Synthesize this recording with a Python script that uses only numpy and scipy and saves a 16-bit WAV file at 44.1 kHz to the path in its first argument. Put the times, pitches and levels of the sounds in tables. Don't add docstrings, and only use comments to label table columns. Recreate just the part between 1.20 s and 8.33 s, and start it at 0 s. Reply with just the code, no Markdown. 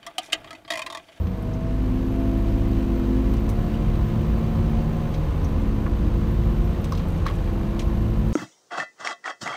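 import sys
import numpy as np
from scipy import signal
from scipy.fft import rfft, irfft, next_fast_len
from scipy.io import wavfile
from scipy.ndimage import uniform_filter1d

SR = 44100
rng = np.random.default_rng(int(sys.argv[2]) if len(sys.argv) > 2 else 0)


def store_pcm(level_fs):
    pcm = np.round(np.clip(level_fs, -1, 1) * 32767).astype(np.int16)
    wavfile.write(sys.argv[1], SR, np.atleast_2d(pcm).T)


N = 314425
TIME_S = np.arange(N) / SR

# t/s, exhaust beat f/Hz
ENGINE_BEAT = [(0.0, 51.58), (0.32, 50.6), (0.8, 53.48), (1.12, 52.4), (1.92, 53.04), (2.4, 55.15),
               (2.56, 55.14), (2.72, 54.42), (2.88, 54.33), (3.2, 55.59), (3.84, 56.26), (4.48, 53.74),
               (4.96, 53.42), (5.6, 55.38), (6.08, 54.4), (6.24, 53.11), (6.4, 52.46), (7.13, 54.42)]
# t/s, level/dB re full load
ENGINE_LOAD = [(0.0, -2.5), (0.16, -11), (0.48, -9), (1.12, -5.5), (2.08, -1), (2.56, 4), (2.72, -3),
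               (3.52, -3), (4.16, -14), (4.32, -15), (5.12, 2), (5.92, -8), (6.24, -11), (6.88, -1),
               (7.13, -5)]
# t/s, drive motor whine f/Hz
MOTOR_PITCH = [(0.0, 222.0), (0.56, 255.0), (1.28, 268.15), (1.6, 263.17), (1.76, 252.75), (2.08, 263.07),
               (2.88, 319.74), (3.36, 338.98), (3.68, 334.75), (4.16, 281.29), (4.32, 270.98),
               (4.64, 277.51), (5.28, 329.26), (5.76, 331.89), (6.24, 306.74), (6.4, 289.23),
               (7.13, 323.42)]
CRUISE_BEAT_HZ, CRUISE_MOTOR_HZ = 54, 300

# t/s, level/dB
EXHAUST_LEVEL = [(0, -30), (.3, -31), (.62, -23.5), (.85, -28.5), (1.1, -23), (1.35, -23.5), (1.6, -25),
                 (2.15, -23), (2.5, -33.5), (3.1, -22.5), (3.4, -36), (4, -47), (4.55, -36), (4.82, -24.5),
                 (5.25, -25.5), (5.65, -34), (6, -50), (6.25, -34), (6.6, -27.5), (7.13, -24.5)]
SECOND_LEVEL = [(0, -37), (.6, -30.5), (.85, -34), (1.08, -27.5), (1.55, -29.5), (1.92, -38), (2.25, -31),
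                (2.55, -34), (2.83, -28), (3.1, -33), (3.4, -35), (3.7, -39), (4.25, -40), (4.65, -35),
                (5.1, -27.5), (5.8, -45), (6.55, -37.5), (6.85, -27), (7.13, -30)]
FOURTH_LEVEL = [(0, -39.5), (.4, -47), (.85, -34.5), (1.5, -31.5), (2.25, -30), (2.8, -31.5), (3.55, -28),
                (3.9, -35.5), (4.15, -55), (4.3, -33), (4.5, -30), (4.8, -32.5), (5.3, -32), (5.7, -37),
                (6.03, -46), (6.3, -32.5), (6.6, -32.5), (7.13, -29.5)]
# multiple of beat, level/dB
CYLINDER_ORDERS = [(.5, -47), (1.25, -45), (1.75, -43.5), (2.5, -44), (3.25, -44.5), (4.5, -50), (5.5, -51),
                   (6, -53.5), (6.25, -51.5), (7, -57.5), (8, -53), (8.25, -57), (9.5, -54.5), (14, -67),
                   (14.5, -60), (18.25, -57), (20, -81)]

# t/s, level/dB
SHAFT_LEVEL = [(0, -53), (1.9, -46), (2.3, -34.5), (2.8, -31), (3.4, -29.5), (4.1, -29.5), (4.35, -36),
               (4.9, -40), (5.05, -35), (5.9, -30), (6.1, -40), (7.13, -32)]
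# level/dB at full load and cruise, slope/(dB per dB load), slope/(dB per Hz beat)
GEAR_SLOPES = (-64.5, -0.7, .5)
AUXILIARY_SLOPES = (-47, 0, 0.91)
SHAFT_ORDER, GEAR_ORDER = 2.76, 15

# t/s, level/dB
PISTON_LEVEL = [(0, -54), (.5, -42), (.8, -37.5), (1.1, -33.5), (1.4, -33), (1.9, -30.5), (2.4, -40),
                (2.9, -38), (3.5, -42), (4.15, -55), (4.45, -40.5), (5.15, -36.5), (5.5, -39.5), (5.8, -51),
                (6.08, -45), (6.35, -38), (6.7, -35), (7.13, -40.5)]
# t/s, level/dB
OCTAVE_LEVEL = [(0, -51.5), (.45, -40.5), (.83, -53.5), (.99, -39.5), (1.5, -46.5), (1.95, -50),
                (2.45, -45), (2.9, -48.5), (3.8, -46.5), (4.3, -56), (5.2, -53), (5.6, -47.5), (5.95, -56),
                (6.4, -47), (7.13, -56)]
PISTON_ORDER, AUXILIARY_ORDER = 6.39, 9.74

# t/s, level/dB
WHINE_LEVEL = [(0, -48), (.6, -47), (1, -44.5), (1.3, -46.5), (1.7, -44), (2.1, -45), (2.6, -39.5),
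               (3.2, -46), (4, -50.5), (4.3, -47), (4.8, -43.5), (5.4, -46), (6, -57), (7.13, -55)]
# t/s, level/dB
THROB_LEVEL = [(0, -55), (.8, -27.5), (1.1, -35), (1.35, -25), (1.6, -30), (1.75, -54), (2.05, -32),
               (2.55, -22.5), (2.95, -33), (3.15, -50), (3.55, -24), (3.85, -37), (4.25, -36), (4.6, -25.5),
               (5.2, -33), (5.4, -24), (5.7, -39), (6.0, -29.5), (6.25, -23), (6.45, -30), (6.72, -28),
               (7.13, -29)]
WHINE_PER_CLEAT = 7.45
SLIP_RMS_HZ = 1.553
CAB_RESONANCE_HZ, CAB_RESONANCE_WIDTH_HZ, CAB_RESONANCE_DB = 259.3, 30.4, 17

# t/s, blade tone f/Hz, reference level/dB
TURBO_BLADES = [(0, 13750, -63), (.18, 13400, -73), (.45, 11520, -79), (.7, 12020, -68.5),
                (1.55, 13650, -66.5), (2.6, 14650, -66), (3.8, 14950, -65), (4.27, 13100, -70),
                (4.7, 13280, -71), (5.55, 14180, -64), (6, 12550, -71), (6.35, 12130, -69),
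                (7.13, 13400, -67)]
TURBO_INERTIA_S = .22

# t/s, ring level/dB, centre f/Hz, spread/octaves, t60/s, snap level/dB
FITTING_HITS = [(.069, -39.5, 1100, 1.1, 0.065, -60), (.224, -55, 10900, .27, .045, -58),
                (.334, -52, 5850, .18, .08, -62), (2.138, -38.5, 1200, .8, .09, -41),
                (2.167, -50, 6000, .3, .04, -54), (2.29, -40, 900, .8, 0.065, -39),
                (2.292, -44, 7000, 1.6, 0.11, -48), (2.542, -45, 2850, .13, .13, -48),
                (3.94, -40.5, 3180, 0.7, 0.076, -56), (4.245, -44.5, 5960, .1, .065, -44),
                (4.662, -31.5, 1150, 0.66, 0.086, -52), (5.111, -54, 12300, .2, .05, -57),
                (5.643, -38, 2000, 1.4, .08, -46), (5.646, -50, 8300, .15, .06, -56.5),
                (5.721, -26.5, 1100, .45, .07, -39.5), (5.722, -39, 4600, .35, .08, -46),
                (5.751, -42, 3500, 0.54, .06, -46), (5.775, -42.5, 3600, 0.71, .07, -42),
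                (5.794, -43, 2200, .8, .09, -55), (5.884, -51, 10500, .4, .035, -50),
                (5.902, -55, 9000, .6, .04, -52), (5.921, -55, 10000, .4, .04, -53),
                (5.977, -52, 6500, .5, .04, -56), (6.025, -54, 5500, .5, 0.046, -58),
                (6.054, -43, 3000, 0.65, 0.056, -55), (6.0635, -20, 1300, .5, .04, -41),
                (6.066, -33, 4200, .4, .03, -38), (6.075, -32, 1400, .7, .04, -52),
                (6.082, -34, 2900, 0.43, 0.048, -45), (6.088, -30, 1200, .7, .04, -54),
                (6.099, -32.5, 1200, 0.77, .055, -44), (6.108, -36.5, 1400, 1.04, 0.1, -52),
                (6.138, -55, 7400, .6, .09, -57), (6.153, -53, 7400, .5, .08, -55),
                (6.275, -44, 2500, .5, .06, -62), (6.593, -33.5, 2700, 0.96, 0.087, -44),
                (6.596, -41, 6500, 0.18, 0.055, -50), (6.617, -44, 3400, 0.71, .07, -56),
                (7.087, -54, 9000, .6, .04, -58)]
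# f/Hz, width/Hz, gain/dB
FITTING_RESONANCES = [(1115, 160, 15.5), (1470, 250, 1), (2320, 370, 5), (2800, 220, 3.5), (3290, 190, 6),
                      (3970, 380, 6), (5000, 400, 3.5), (5840, 400, 5), (6570, 350, 4), (8300, 500, 4.5),
                      (9400, 360, 4.5), (12400, 700, 3), (14800, 700, 4)]
SNAP_T60_S, SNAP_DULL_HZ, CHATTER_RMS_DB = 0.038, 5000, 1.5

# peak t/s, level/dB, f/Hz, Gaussian half length/s
PANEL_SWELLS = [(0.042, -22.5, 82, 0.035), (0.397, -33.5, 152, 0.11), (1.51, -29.5, 183.7, 0.041),
                (3.4, -22.5, 88, 0.019), (5.846, -30.5, 88.9, 0.23), (5.892, -28.5, 178, 0.064)]

# f/Hz, relative density/dB
RUMBLE_SHAPE = [(14, -45), (21, 0), (32, -3.5), (44, 3), (62, -0.5), (85, 1.5), (110, -6), (160, -15.5),
                (400, -87)]
BOOM_SHAPE = [(60, -34), (115, 2.5), (150, -8), (185, 4.5), (205, -3), (250, -6), (320, -8.5), (370, -20.5),
              (450, -37), (620, -27), (1500, -78)]
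CLATTER_SHAPE = [(180, 0), (280, 7.5), (400, 12), (440, -1), (520, 7.5), (600, 5), (700, 3), (830, -2),
                 (1030, 4), (1170, 0), (1300, -2.5), (1600, -13), (2200, -21.5), (5000, -43)]
HISS_SHAPE = [(900, -8), (1500, 12.5), (1900, 14), (2350, 10), (2680, 11.5), (3300, 7.5), (4300, 4),
              (5200, -1.5), (6200, -0.5), (7200, -6), (9300, -6.5), (10400, -12.5), (11500, -9),
              (15500, -12)]
# t/s, level/dB
RUMBLE_LEVEL = [(0, -38.5), (1.8, -30.5), (2.9, -26.5), (3.7, -27.5), (4.3, -24), (5.6, -26), (6.3, -28.5),
                (7.13, -27)]
# t/s, clatter level/dB, hiss level/dB
MACHINERY_LEVELS = [(0, -43, -53.5), (.75, -40.5, -50), (1.6, -39.5, -48.5), (2.7, -39, -48.5),
                    (3.6, -37.5, -48.5), (4.7, -39, -49.5), (5.4, -39, -49), (6.05, -38.5, -49),
                    (7.13, -39, -49.5)]
# multiple of beat, level/dB re boom at cruise
BUZZ_ORDERS = [(3, -8), (5, -17)]
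BOOM_DB, BOOM_DB_PER_HZ, BOOM_DB_PER_LOAD_DB, BUZZ_DB_PER_HZ = -32.5, -0.01, 0.14, 0.12
# delay/s, signed strength/1
GLASS_REFLECTIONS = [(.0013, .1), (.0031, -.11), (.0047, .11), (.0074, -.1), (.0112, .09)]
IMPACTS_PER_S = 400

FAN_HZ, FAN_DB, FAN_WAVER_RMS_HZ = 468, -46.5, 1.814
EDGE_HZ = 15800


def gain_of(db):
    return 10 ** (np.asarray(db) / 20)


def evened(x):
    return x / np.sqrt(np.mean(x ** 2) + 1e-20)


def curves(rows):
    s, *columns = np.transpose(rows)
    return [np.interp(TIME_S, s, column) for column in columns]


def turns_of(hz):
    return np.cumsum(hz * np.ones(N)) / SR


def coloured(x, spectrum):
    size = next_fast_len(N)
    f_hz, db = np.transpose(spectrum)
    log_hz = np.log(np.fft.rfftfreq(size, 1 / SR) + 1)
    gain = gain_of(np.interp(log_hz, np.log(f_hz), db))
    return evened(irfft(rfft(x, size) * gain, size)[:N])


def drift(rate_hz):
    count, step = 16384, 20
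    white = rfft(rng.standard_normal(count))
    hz = np.fft.rfftfreq(count, step / SR)
    slow = irfft(white * np.exp(-.5 * (hz / rate_hz) ** 2))
    return evened(np.interp(np.arange(N) / step, np.arange(count), slow))


def tone(turns, rough, width_hz):
    angle = 2 * np.pi * (turns + rng.random())
    in_phase = (np.sqrt(2) + rough * drift(width_hz)) * np.cos(angle)
    quadrature = rough * drift(width_hz) * np.sin(angle)
    return evened(in_phase + quadrature)


def driven_db(law):
    cruise_db, per_load, per_beat = law
    (load_db,), (beat_hz,) = curves(ENGINE_LOAD), curves(ENGINE_BEAT)
    return cruise_db + per_load * load_db + per_beat * (beat_hz - CRUISE_BEAT_HZ)


def reflected(x):
    echoes = sum(strength * np.roll(x, round(s * SR)) for s, strength in GLASS_REFLECTIONS)
    return evened(x + echoes)


def diesel(beats):
    exhaust_db, = curves(EXHAUST_LEVEL)
    second_db, = curves(SECOND_LEVEL)
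    fourth_db, = curves(FOURTH_LEVEL)
    drone = gain_of(exhaust_db) * tone(beats, rough=.14, width_hz=8)
    drone += gain_of(second_db) * tone(2 * beats, rough=.16, width_hz=6)
    drone += gain_of(fourth_db) * tone(4 * beats, rough=.1, width_hz=14)
    for order, db in CYLINDER_ORDERS:
        drone += gain_of(db) * tone(order * beats, rough=.5, width_hz=1.5)
    return drone


def tracks(motor_hz):
    (motor_db,), (throb_db,) = curves(WHINE_LEVEL), curves(THROB_LEVEL)
    detuning = 2 * (motor_hz - CAB_RESONANCE_HZ) / CAB_RESONANCE_WIDTH_HZ
    whine_db = motor_db + CAB_RESONANCE_DB / (1 + detuning ** 2)
    motor = turns_of(motor_hz + SLIP_RMS_HZ * drift(5.57))
    cleats = motor / WHINE_PER_CLEAT

    whine = gain_of(whine_db) * tone(motor, rough=.28, width_hz=10)
    whine += gain_of(whine_db - 15.5) * tone(3 * motor / 2, rough=0.2, width_hz=85)
    whine += gain_of(whine_db - 21) * tone(2 * motor, rough=0.52, width_hz=8.9)
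    whine += gain_of(-45.0) * tone(1.025 * motor, rough=2.6, width_hz=6.9)

    throb = gain_of(throb_db) * tone(cleats, rough=0.3, width_hz=4)
    throb += gain_of(throb_db - 9) * tone(2 * cleats, rough=0.4, width_hz=3)
    throb += gain_of(throb_db - 17.5) * tone(4 * cleats, rough=0.68, width_hz=2.7)
    return whine + throb


def pumps(beats):
    (piston_db,), (octave_db,) = curves(PISTON_LEVEL), curves(OCTAVE_LEVEL)
    auxiliary_gain = gain_of(driven_db(AUXILIARY_SLOPES))
    whine = gain_of(piston_db) * tone(PISTON_ORDER * beats, rough=.14, width_hz=12)
    whine += gain_of(octave_db) * tone(2 * PISTON_ORDER * beats, rough=.12, width_hz=12)
    whine += auxiliary_gain * tone(AUXILIARY_ORDER * beats, rough=.15, width_hz=4)
    return whine


def gearbox(beats):
    shaft_db, = curves(SHAFT_LEVEL)
    hum = gain_of(shaft_db) * tone(SHAFT_ORDER * beats, rough=.6, width_hz=8)
    teeth = gain_of(driven_db(GEAR_SLOPES)) * tone(GEAR_ORDER * beats, rough=.3, width_hz=5)
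    return hum + teeth


def turbo():
    hz, db = curves(TURBO_BLADES)
    blades = turns_of(uniform_filter1d(hz, round(TURBO_INERTIA_S * SR), mode="nearest"))
    band = gain_of(1) * tone(blades, rough=4, width_hz=65)
    skirt = gain_of(-3.5) * tone(blades, rough=4, width_hz=300)
    return gain_of(db) * (band + skirt)


def rattles():
    size = 16384
    t, hz, out = np.arange(size) / SR, np.fft.rfftfreq(size, 1 / SR), np.zeros(N + size)
    fittings_db = sum(db / (1 + (2 * (hz - f_hz) / width_hz) ** 2) for f_hz, width_hz, db in FITTING_RESONANCES)
    fittings = gain_of(fittings_db)
    attack = 1 - np.exp(-t / 0.0003)
    for s, db, centre_hz, octaves, t60_s, snap_db in FITTING_HITS:
        body, contact, chatter = rng.standard_normal((3, size))
        band = np.exp(-.5 * (np.log2((hz + 1) / centre_hz) / octaves) ** 2)
        ring = evened(irfft(rfft(body) * fittings * band))
        snap = evened(irfft(rfft(contact) * fittings / np.hypot(1, hz / SNAP_DULL_HZ)))
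        chatter_db = CHATTER_RMS_DB * evened(uniform_filter1d(chatter, size=150))
        fade = attack * gain_of(db - 60 * t / t60_s)
        ring = evened(ring * fade * gain_of(chatter_db)) * np.sqrt(np.mean(fade ** 2))
        snap_fade = attack * gain_of(snap_db - 60 * t / SNAP_T60_S)
        start = round(s * SR)
        out[start:start + size] += ring + snap_fade * snap
    return out[:N]


def booms():
    out = np.zeros(N)
    for s, db, hz, half_s in PANEL_SWELLS:
        swell = np.exp(-.5 * ((TIME_S - s) / half_s) ** 2)
        out += gain_of(db) * swell * tone(turns_of(hz), rough=0.61, width_hz=12)
    return out


def panel_boom(beats, motor_hz):
    load_db, = curves(ENGINE_LOAD)
    faster_hz = motor_hz - CRUISE_MOTOR_HZ
    buzz = sum(gain_of(db) * tone(order * beats, rough=0.16, width_hz=1.1) for order, db in BUZZ_ORDERS)
    boom_db = BOOM_DB + BOOM_DB_PER_HZ * faster_hz + BOOM_DB_PER_LOAD_DB * load_db
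    noise = coloured(rng.standard_normal(N), BOOM_SHAPE)
    return gain_of(boom_db) * (noise + gain_of(BUZZ_DB_PER_HZ * faster_hz) * buzz)


def machinery(beats):
    clatter_db, hiss_db = curves(MACHINERY_LEVELS)
    gears, air = rng.standard_normal((2, N))
    pulsing = 1 + .13 * np.cos(2 * np.pi * beats) + .05 * np.cos(2 * np.pi * 2 * beats)
    strikes = (rng.random(N) < IMPACTS_PER_S / SR) * rng.uniform(-1.45, 1, N)
    grain = rng.standard_normal(400) * np.exp(-np.arange(400) / 90)
    impacts = evened(signal.oaconvolve(strikes, grain)[:N])
    clatter = coloured(reflected(gears * pulsing + gain_of(-11) * impacts), CLATTER_SHAPE)
    hiss = coloured(reflected(air * pulsing + gain_of(-21.0) * impacts), HISS_SHAPE)
    return gain_of(clatter_db) * clatter + gain_of(hiss_db + 0.3 * drift(17.0)) * hiss


def frame_rumble():
    rumble_db, = curves(RUMBLE_LEVEL)
    return gain_of(rumble_db) * coloured(rng.standard_normal(N), RUMBLE_SHAPE)


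def heater_fan():
    turns = turns_of(FAN_HZ + FAN_WAVER_RMS_HZ * drift(1))
    return gain_of(FAN_DB) * tone(turns, rough=.35, width_hz=3)


def scene():
    (beat_hz,), (motor_hz,) = curves(ENGINE_BEAT), curves(MOTOR_PITCH)
    beats = turns_of(beat_hz)
    drive = diesel(beats) + tracks(motor_hz) + pumps(beats) + gearbox(beats) + turbo()
    loose = rattles() + booms()
    background = panel_boom(beats, motor_hz) + machinery(beats) + frame_rumble() + heater_fan()
    return (drive + loose + background)[None]


def record(dry):
    lowpass = signal.firwin(511, EDGE_HZ, window=("kaiser", 9), fs=SR)
    return signal.oaconvolve(dry, lowpass[None], "same")


dry = scene()
out = record(dry)
store_pcm(out)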